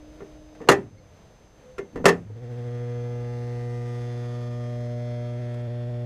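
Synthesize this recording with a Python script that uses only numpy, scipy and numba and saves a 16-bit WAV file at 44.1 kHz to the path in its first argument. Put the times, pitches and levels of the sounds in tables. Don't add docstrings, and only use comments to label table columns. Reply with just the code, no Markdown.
import sys
import numpy as np
from scipy import signal
from scipy.fft import rfft, irfft
from scipy.io import wavfile
from scipy.ndimage import uniform_filter1d
from numba import njit

SR = 44100
rng = np.random.default_rng(int(sys.argv[2]) if len(sys.argv) > 2 else 0)


def bounce(signal):
    frames = np.transpose(np.atleast_2d(signal))
    limited = np.clip(frames, -1, 1)
    pcm = np.round(limited * 32767).astype(np.int16)
    wavfile.write(sys.argv[1], SR, pcm)


N = 267069
T = np.arange(N) / SR
LOCK_S = 2.355

# (time [s], level [dB], then offsets: slip off the finger [dB], rebound [dB],
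# treble tilt [dB/octave], panel ring [dB], stop ring [dB])
CATCH_RELEASES = [(.6875, -3, -29, -4, -0.14, -1.5, -2), (2.055, -4, -18.5, -1.5, 0.15, .5, -14)]


def undb(db):
    return 10 ** (np.asarray(db) / 20)

def unit(x):
    return x / np.sqrt(np.mean(x ** 2))

def fade(t, t60):
    return np.exp(-np.log(1000) * t / t60)

def sine(hz):
    return np.sqrt(2) * np.sin(2 * np.pi * np.cumsum(hz) / SR)

def since(s):
    return np.maximum(T - s, 0)

def step(middle_s, length_s):
    return .5 + .5 * np.sin(np.pi * np.clip((T - middle_s) / length_s, -.5, .5))

def arch(start_s, length_s):
    return np.sin(np.pi * np.clip((T - start_s) / length_s, 0, 1))

def curve(rows):
    s, *columns = np.transpose(rows)
    return [np.interp(T, s, c) for c in columns]

def at(points, hz):
    f, value = np.transpose(points)
    return np.interp(np.log(hz + 1), np.log(f), value)

def colour(x, points):
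    return irfft(rfft(x) * undb(at(points, np.fft.rfftfreq(len(x), 1 / SR))), len(x))

def noise(points):
    return unit(colour(rng.standard_normal(N), points))

def walk(rate):
    k = int(SR / rate)
    return unit(uniform_filter1d(np.repeat(rng.standard_normal(N // k + 1), k), k)[:N])

def struck(modes):
    t = T[:SR]
    return sum(undb(db) * fade(t, t60) * np.sin(2 * np.pi * hz * t) for hz, db, t60 in modes)


def yard(hush_db=-54, rumble_db=-56):
    # (frequency [Hz], relative density [dB])
    hush_spectrum = [(15, -31), (25, -11.5), (125, 0.5), (344, -9.5), (475, -4), (1060, -15.5), (4750, -27),
                     (5140, -30), (5880, -29), (6370, -29), (6900, -32.5), (15000, -46)]
    rumble = noise([(20, -17.5), (50, -2.5), (80, -10.5), (200, -29.5), (800, -60.5)])
    hush = undb(hush_db + walk(8.9)) * noise(hush_spectrum)
    return hush + undb(rumble_db + 2 * walk(3.2)) * rumble

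def actuator(fade_s=.3):
    # (frequency [Hz], level [dB], middle of fade-out [s])
    partials = [(3750, -78.5, 1.0), (5000, -77.5, 1.6), (6250, -71, 5.55), (7500, -86, 3.2)]
    return sum(undb(db + 0.88 * walk(2.72)) * (1 - step(until_s, fade_s)) * sine(np.full(N, hz))
               for hz, db, until_s in partials)

def small_motor(stop_s=.65, t60_s=1.8, rush_db=-59.5):
    # (frequency [Hz], level [dB])
    partials = [(306.5, -51), (609, -59.5)]
    speed = 1 + 0.0057 * walk(10)
    hum = sum(undb(db + 0.44 * walk(6.5)) * sine(hz * speed) for hz, db in partials)
    rush = noise([(60, -16), (150, -3.5), (400, -2.5), (650, 8), (900, -17.5), (3000, -16),
                  (8000, -33), (15000, -40)])
    return fade(since(stop_s), t60_s) * (hum + undb(rush_db) * rush)

def blow(tilt_db, ring_db, crack_db=2, crack_s=0.0048, echo_db=-36, echo_t60=0.46):
    # (frequency [Hz], level [dB])
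    panel_modes = [(135, -15), (172, -6.5), (259, -10.5), (293, -9.5), (360, -2), (440, 2), (478, 2),
                   (565, -16), (617, -21.5), (736, -6), (805, -14), (877, -17.5), (910, -14), (1135, -7.5),
                   (1210, -9.5), (1255, -10), (1378, -18.5), (1762, -4), (1818, -4), (1948, -5),
                   (2030, -10.5), (2638, -13.5), (2850, -13), (4230, -24.5), (5320, -22), (6440, -17.5),
                   (6735, -21.5)]
    # (frequency [Hz], t60 [s])
    panel_decay = [(130, .42), (400, .17), (900, .135), (2000, .125), (7000, .09)]
    # (frequency [Hz], relative density [dB])
    rattle_spectrum = [(40, -31.5), (100, -7.5), (170, -3.5), (400, 2), (600, 1), (1200, -3.5),
                       (2000, -8.5), (2800, -13.5), (3600, -20.5), (6300, -20), (9000, -25.5),
                       (12000, -34.5), (15500, -43.5)]
    # (frequency [Hz], t60 [s])
    rattle_decay = [(60, 1), (170, 0.49), (400, 0.25), (1000, .15), (2500, 0.14), (6000, 0.094),
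                    (14000, 0.065)]
    t = T[:SR * 3 // 4]
    edges = np.geomspace(40, 16000, 25)
    centres = np.sqrt(edges[1:] * edges[:-1])
    tilt = lambda hz: undb(tilt_db * np.log2(np.maximum(hz, 300) / 800))
    sizes = undb(at(rattle_spectrum, centres)) * np.sqrt(np.diff(edges))
    sizes = sizes / np.linalg.norm(sizes) * tilt(centres)
    hz = np.fft.rfftfreq(len(t), 1 / SR)
    hiss = np.exp(2j * np.pi * rng.random(len(hz)))
    echo = undb(echo_db) * fade(t, echo_t60)
    out = 0
    for lo, hi, centre, size in zip(edges, edges[1:], centres, sizes):
        band = unit(irfft(hiss * (hz >= lo) * (hz < hi), len(t)))
        crack = undb(crack_db) * np.exp(-t / crack_s) * centre / (centre + 600)
        rattle = undb(-5.5) * fade(t, at(rattle_decay, centre))
        out = out + size * band * (rattle + crack + echo)
    phases = rng.random(len(panel_modes))
    for (f, db), phase in zip(panel_modes, phases):
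        envelope = undb(db + ring_db - 6) * tilt(f) * fade(t, at(panel_decay, f))
        out = out + envelope * np.sin(2 * np.pi * (f * t + phase))
    return out * (1 - np.exp(-t / 0.0019))

def catch():
    # (time [s], level [dB], treble tilt [dB/octave],
    # then offsets: panel ring [dB], drum tone [dB], lever ring [dB])
    touches = [(.205, -44.5, -4.5, 4.5, 8.5, -2), (.218, -44, -6, -7.5, 11.5, -16),
               (.549, -48.5, -1, -12.5, -14, -20.5), (.603, -40.5, -7, -2, -5, -20),
               (.615, -40.5, -3, 2.5, -8, -20.5), (.64, -44, -6, 2, -11, -19.5),
               (.766, -34, -3, -2, 17, -20), (1.782, -32.5, -.5, 0, 7.5, 1.5),
               (1.792, -38.5, -7, -6.5, 14, -4), (1.957, -32.5, -3, 1, -6.5, -17),
               (1.973, -36.5, -4, -1, -11, -19.5), (1.999, -41, -9, 1, 1.5, -20),
               (2.297, -49, -12.5, -4.5, -9, -20), (5.541, -53, 2, -16, -20, -21)]
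    # (frequency [Hz], level [dB], t60 [s])
    lever_modes = [(1380, 0.5, 0.049), (2110, -14, 0.18), (2540, -16.5, 0.078)]
    # (frequency [Hz], level [dB], t60 [s])
    drum_mode = (398, -8, 0.18)
    drum_hz, drum_db, drum_t60 = drum_mode
    hits, swing = np.zeros((2, N + SR))
    lever = struck(lever_modes)
    for s, db, tilt_db, ring_db, push_db, lever_db in clack_blows() + list(touches):
        hit, start = blow(tilt_db, ring_db), int(s * SR)
        t, span = T[:len(hit)], slice(start, start + len(hit))
        hits[span] += undb(db) * (hit + undb(lever_db) * lever[:len(hit)])
        swing[span] += undb(db + push_db) * fade(t, drum_t60) * (1 - np.exp(-t / 0.0024))
    drum = undb(drum_db) * swing[:N] * sine(drum_hz * (1 + .004 * walk(52)))
    return hits[:N] + drum

def clack_blows(lead_s=.0135, slip_tilt_db=-4, slip_ring_db=-6, slip_drum_db=-14, lever_db=-14):
    # (delay [s], level [dB], treble tilt [dB/octave], panel ring [dB], drum [dB])
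    contacts = [(0, 0, 0.43, -2, -6.5), (.008, -5, 1, 2, 3.5), (.0258, -5, 0.84, 3.5, -12),
                (.0328, -5.5, 0.65, -2.5, 4.5)]
    blows = []
    for s, db, slip_db, rebound_db, bright_db, body_db, _ in CATCH_RELEASES:
        blows.append((s - lead_s, db + slip_db, slip_tilt_db, slip_ring_db, slip_drum_db, lever_db))
        for k, (delay, contact_db, tilt_db, ring_db, push_db) in enumerate(contacts):
            level_db = db + contact_db + rebound_db * (k >= 2)
            blows.append((s + delay, level_db, tilt_db + bright_db, ring_db + body_db, push_db, lever_db))
    return blows

def steel_stop(attack_s=.0007):
    # (frequency [Hz], level [dB], t60 [s])
    stop_modes = [(986, 0, 0.027), (1230, -5, .04), (2768, -4, .03), (4190, -7, 0.032)]
    ring = struck(stop_modes) * (1 - np.exp(-T[:SR] / attack_s))
    out = np.zeros(N + SR)
    for s, db, *_, stop_db in CATCH_RELEASES:
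        start = int(s * SR)
        out[start:start + SR] += undb(db + stop_db) * ring
    return out[:N]

def dove():
    # (start [s], length [s], pitch [Hz], glide [Hz/s], level [dB])
    coos = [(0.916, 0.18, 545, -330, -56), (1.621, .17, 499, 90, -49.5), (1.8, .15, 492, -40, -57.5)]
    out = 0
    for s, length, hz, glide, db in coos:
        pitch = (hz + glide * np.minimum(since(s), length)) * (1 + 0.0085 * walk(47))
        out = out + undb(db + 1.4 * walk(30)) * arch(s, length) * sine(pitch)
    return out

def small_bird():
    # (start [s], length [s], pitch [Hz], rise at its middle [Hz], level [dB])
    chirp = (.966, .045, 1950, 240, -64)
    s, length, hz, rise_hz, db = chirp
    swell = arch(s, length)
    pitch = hz + rise_hz * swell
    return undb(db) * swell * (sine(pitch) + 0.53 * sine(2 * pitch))

def panel_flex(start_s=1.93, level_db=-33, attack_s=0.034, t60_s=0.7):
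    bend = np.minimum(since(start_s) / attack_s, 1) * fade(since(start_s + attack_s), t60_s)
    rumble = noise([(20, -2.5), (50, 0), (130, -2), (270, 0.5), (450, -14), (1200, -59.5)])
    return undb(level_db) * bend * rumble

def valve(swing_s=2.18, swing_db=-33, rise_s=.12, graze_db=-13,
          first_stroke_db=-9, grow_s=0.14, throb_db=2.5, throb_decay_s=.3):
    phase = np.cumsum(flap_rate()) / SR
    near = step(middle_s=4.37, length_s=0.84)
    held = step(middle_s=5.31, length_s=.3)
    seated = step(LOCK_S, .03)
    free = np.minimum(since(swing_s) / rise_s, 1) * (1 - seated)
    surge_db = throb_db * np.exp(-since(LOCK_S) / throb_decay_s) * np.sin(hunting())
    stroke = seated * undb(first_stroke_db * np.exp(-since(LOCK_S) / grow_s) + surge_db)
    swing = undb(swing_db) * free * np.sqrt(2) * np.sin(2 * np.pi * phase)
    hum = hose_hum(phase, near, held)
    buzz = seat_buzz(phase, near, held)
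    return swing + stroke * hum + (stroke + undb(graze_db) * free) * buzz

def flap_rate(swing_hz=105.8, beat_hz=120.84, sag_hz_per_s=.16,
              hunt_hz=7.9, hunt_decay_s=0.15, falter_s=0.0104):
    # (time [s], change of rate [Hz])
    falters = [(5.401, 4.5), (5.683, -6), (5.895, 3.5)]
    hunt = hunt_hz * np.exp(-since(LOCK_S) / hunt_decay_s) * np.cos(hunting())
    slips = sum(step_hz * np.exp(-((T - s) / falter_s) ** 2) for s, step_hz in falters)
    locked = beat_hz - sag_hz_per_s * since(LOCK_S) + hunt + slips
    return np.where(T < LOCK_S, swing_hz, locked) * (1 + .0015 * walk(60))

def hunting(peak_s=2.425, period_s=.0765):
    return 2 * np.pi * (T - peak_s) / period_s

def seat_buzz(phase, near, held, tick_db=-52.5, air_db=-56, puff_depth=0.43, hand_db=-6):
    # (frequency [Hz], relative density [dB])
    air_spectrum = [(100, -8), (300, -5), (520, -5), (900, -14.5), (2000, -11), (3000, -21), (6000, -23.5),
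                    (9000, -35), (15000, -46)]
    # (time [s], level [dB], tick treble above 4 kHz [dB])
    microphone_pass = [(2.6, -2.5, -7), (3.1, -3.5, -8), (3.4, -3.5, -2), (4.1, -1.5, -1.5),
                       (4.9, -5, -2.5), (5.45, -2.5, -7.5), (6.06, -7, -7.5)]
    buzz_db, sharp_db = curve(microphone_pass)
    pulses = seat_pulses(phase)
    air = noise(air_spectrum) * (1 + puff_depth * np.cos(2 * np.pi * phase))
    ring = undb(hand_db * held) * body_ring(pulses, near)
    ticks = undb(tick_db) * seat_ticks(pulses, sharp_db)
    return undb(buzz_db) * (ticks + ring + undb(air_db) * air)

def seat_pulses(phase, spread_db=1.5):
    closings = np.interp(np.arange(1, int(phase[-1])), phase, np.arange(N))
    taps = closings.astype(int)[:, None] + np.arange(-7, 9)
    sizes = undb(spread_db * rng.standard_normal((len(closings), 1)))
    impulses = sizes * np.sinc(taps - closings[:, None])
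    return np.bincount(np.clip(taps, 0, N - 1).ravel(), impulses.ravel(), N)

def seat_ticks(pulses, sharp_db, travel_s=0.688):
    # (frequency [Hz], width [Hz], relative level [dB])
    shell_modes = [(1280, 130, 3), (1500, 360, -2), (1887, 436, 3.5), (2390, 110, -8), (2790, 170, -15.5),
                   (3390, 480, -12), (4160, 230, -12), (4850, 300, -21), (5060, 650, -13), (5810, 140, -25),
                   (6590, 100, -19), (7370, 250, -25.5), (8120, 240, -22), (8950, 420, -27),
                   (10800, 970, -28.5)]
    # (frequency [Hz], relative density [dB])
    tick_spectrum = [(820, -27), (950, 4.5), (2000, -15), (4000, -22), (7000, -28), (11000, -38),
                     (15000, -44)]
    t, out = T[:SR // 12], 0
    hz = np.fft.rfftfreq(len(t), 1 / SR)
    shell = sum(undb(db) ** 2 / (1 + (2 * (hz - f) / width) ** 4) for f, width, db in shell_modes)
    shape = np.sqrt(shell + undb(at(tick_spectrum, hz)) ** 2)
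    evenness = at([(1500, .95), (4000, .5)], hz)
    bay = fade(t, t60=.075)
    for place in range(3, 10):
        paths = rfft(rng.standard_normal(len(t)) * bay)
        paths = shape * paths / np.abs(paths) ** evenness
        response = unit(np.roll(irfft(paths, len(t)), SR // 200))
        share = np.cos(np.pi / 2 * np.clip(T / travel_s - place, -1, 1))
        out = out + share * signal.fftconvolve(pulses, response)[:N]
    out = unit(out)
    treble = colour(out, [(2500, -30), (4000, 0)])
    return out + (undb(sharp_db) - 1) * treble

def body_ring(pulses, near, width_hz=30, swell_db=5):
    # (frequency [Hz], level from afar [dB], level close up [dB])
    body_modes = [(1206, -63, -60), (2772, -70, -77), (3252, -78, -69), (3492, -70, -64), (4460, -70, -73),
                  (5298, -81, -72), (6022, -76, -75), (6386, -76, -78), (8070, -79, -84)]
    knocks = pulses * (1 + .3 * walk(120))
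    out = 0
    for hz, far_db, near_db in body_modes:
        ring = unit(signal.lfilter(*signal.iirpeak(hz, hz / width_hz, fs=SR), knocks))
        out = out + ring * undb(far_db + (near_db - far_db) * near + swell_db * np.tanh(walk(3.5)))
    return out

def hose_hum(phase, near, held):
    # (level from afar [dB], level close up [dB], change under the hand [dB])
    harmonics = [(-30.5, -30.5, -0.5), (-45, -42, -0.5), (-47, -49.5, 4), (-39, -44, -2), (-53, -40, -3),
                 (-53.5, -51.5, -4), (-58.5, -70.5, 6)]
    hum = 0
    for k, (far_db, near_db, hand_db) in enumerate(harmonics, 1):
        size = undb(far_db) * (1 - near) + undb(near_db) * near
        waver_db = 0.061 * k * walk(22) + 0.3 * k * walk(2.56)
        partial = np.sqrt(2) * np.sin(2 * np.pi * k * phase - k * k * np.pi / 5)
        hum = hum + size * undb(hand_db * held + waver_db) * partial
    return hum


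def scene():
    engine_bay = catch() + panel_flex() + steel_stop() + valve() + actuator() + small_motor()
    return (engine_bay + dove() + small_bird() + yard())[None]

@njit
def follow(x, attack, release):
    out, level = np.empty(len(x)), 0.
    for i in range(len(x)):
        level += (x[i] - level) * (attack if x[i] > level else release)
        out[i] = level
    return out

def record(dry, knee_db=-17, attack_s=0.014, release_s=0.26, squeeze=0.56, top_hz=15100):
    loud = follow(np.abs(dry[0]), 1 / (attack_s * SR), 1 / (release_s * SR))
    gain = (1 + (loud / undb(knee_db)) ** 2) ** (-squeeze / 2)
    fade_out = np.minimum((T[-1] - T) / .004, 1)
    wet = np.clip(dry * gain, -1, 1) * fade_out
    return signal.sosfilt(signal.ellip(8, .2, 70, top_hz, fs=SR, output="sos"), wet)


dry = scene()
out = record(dry)
bounce(out)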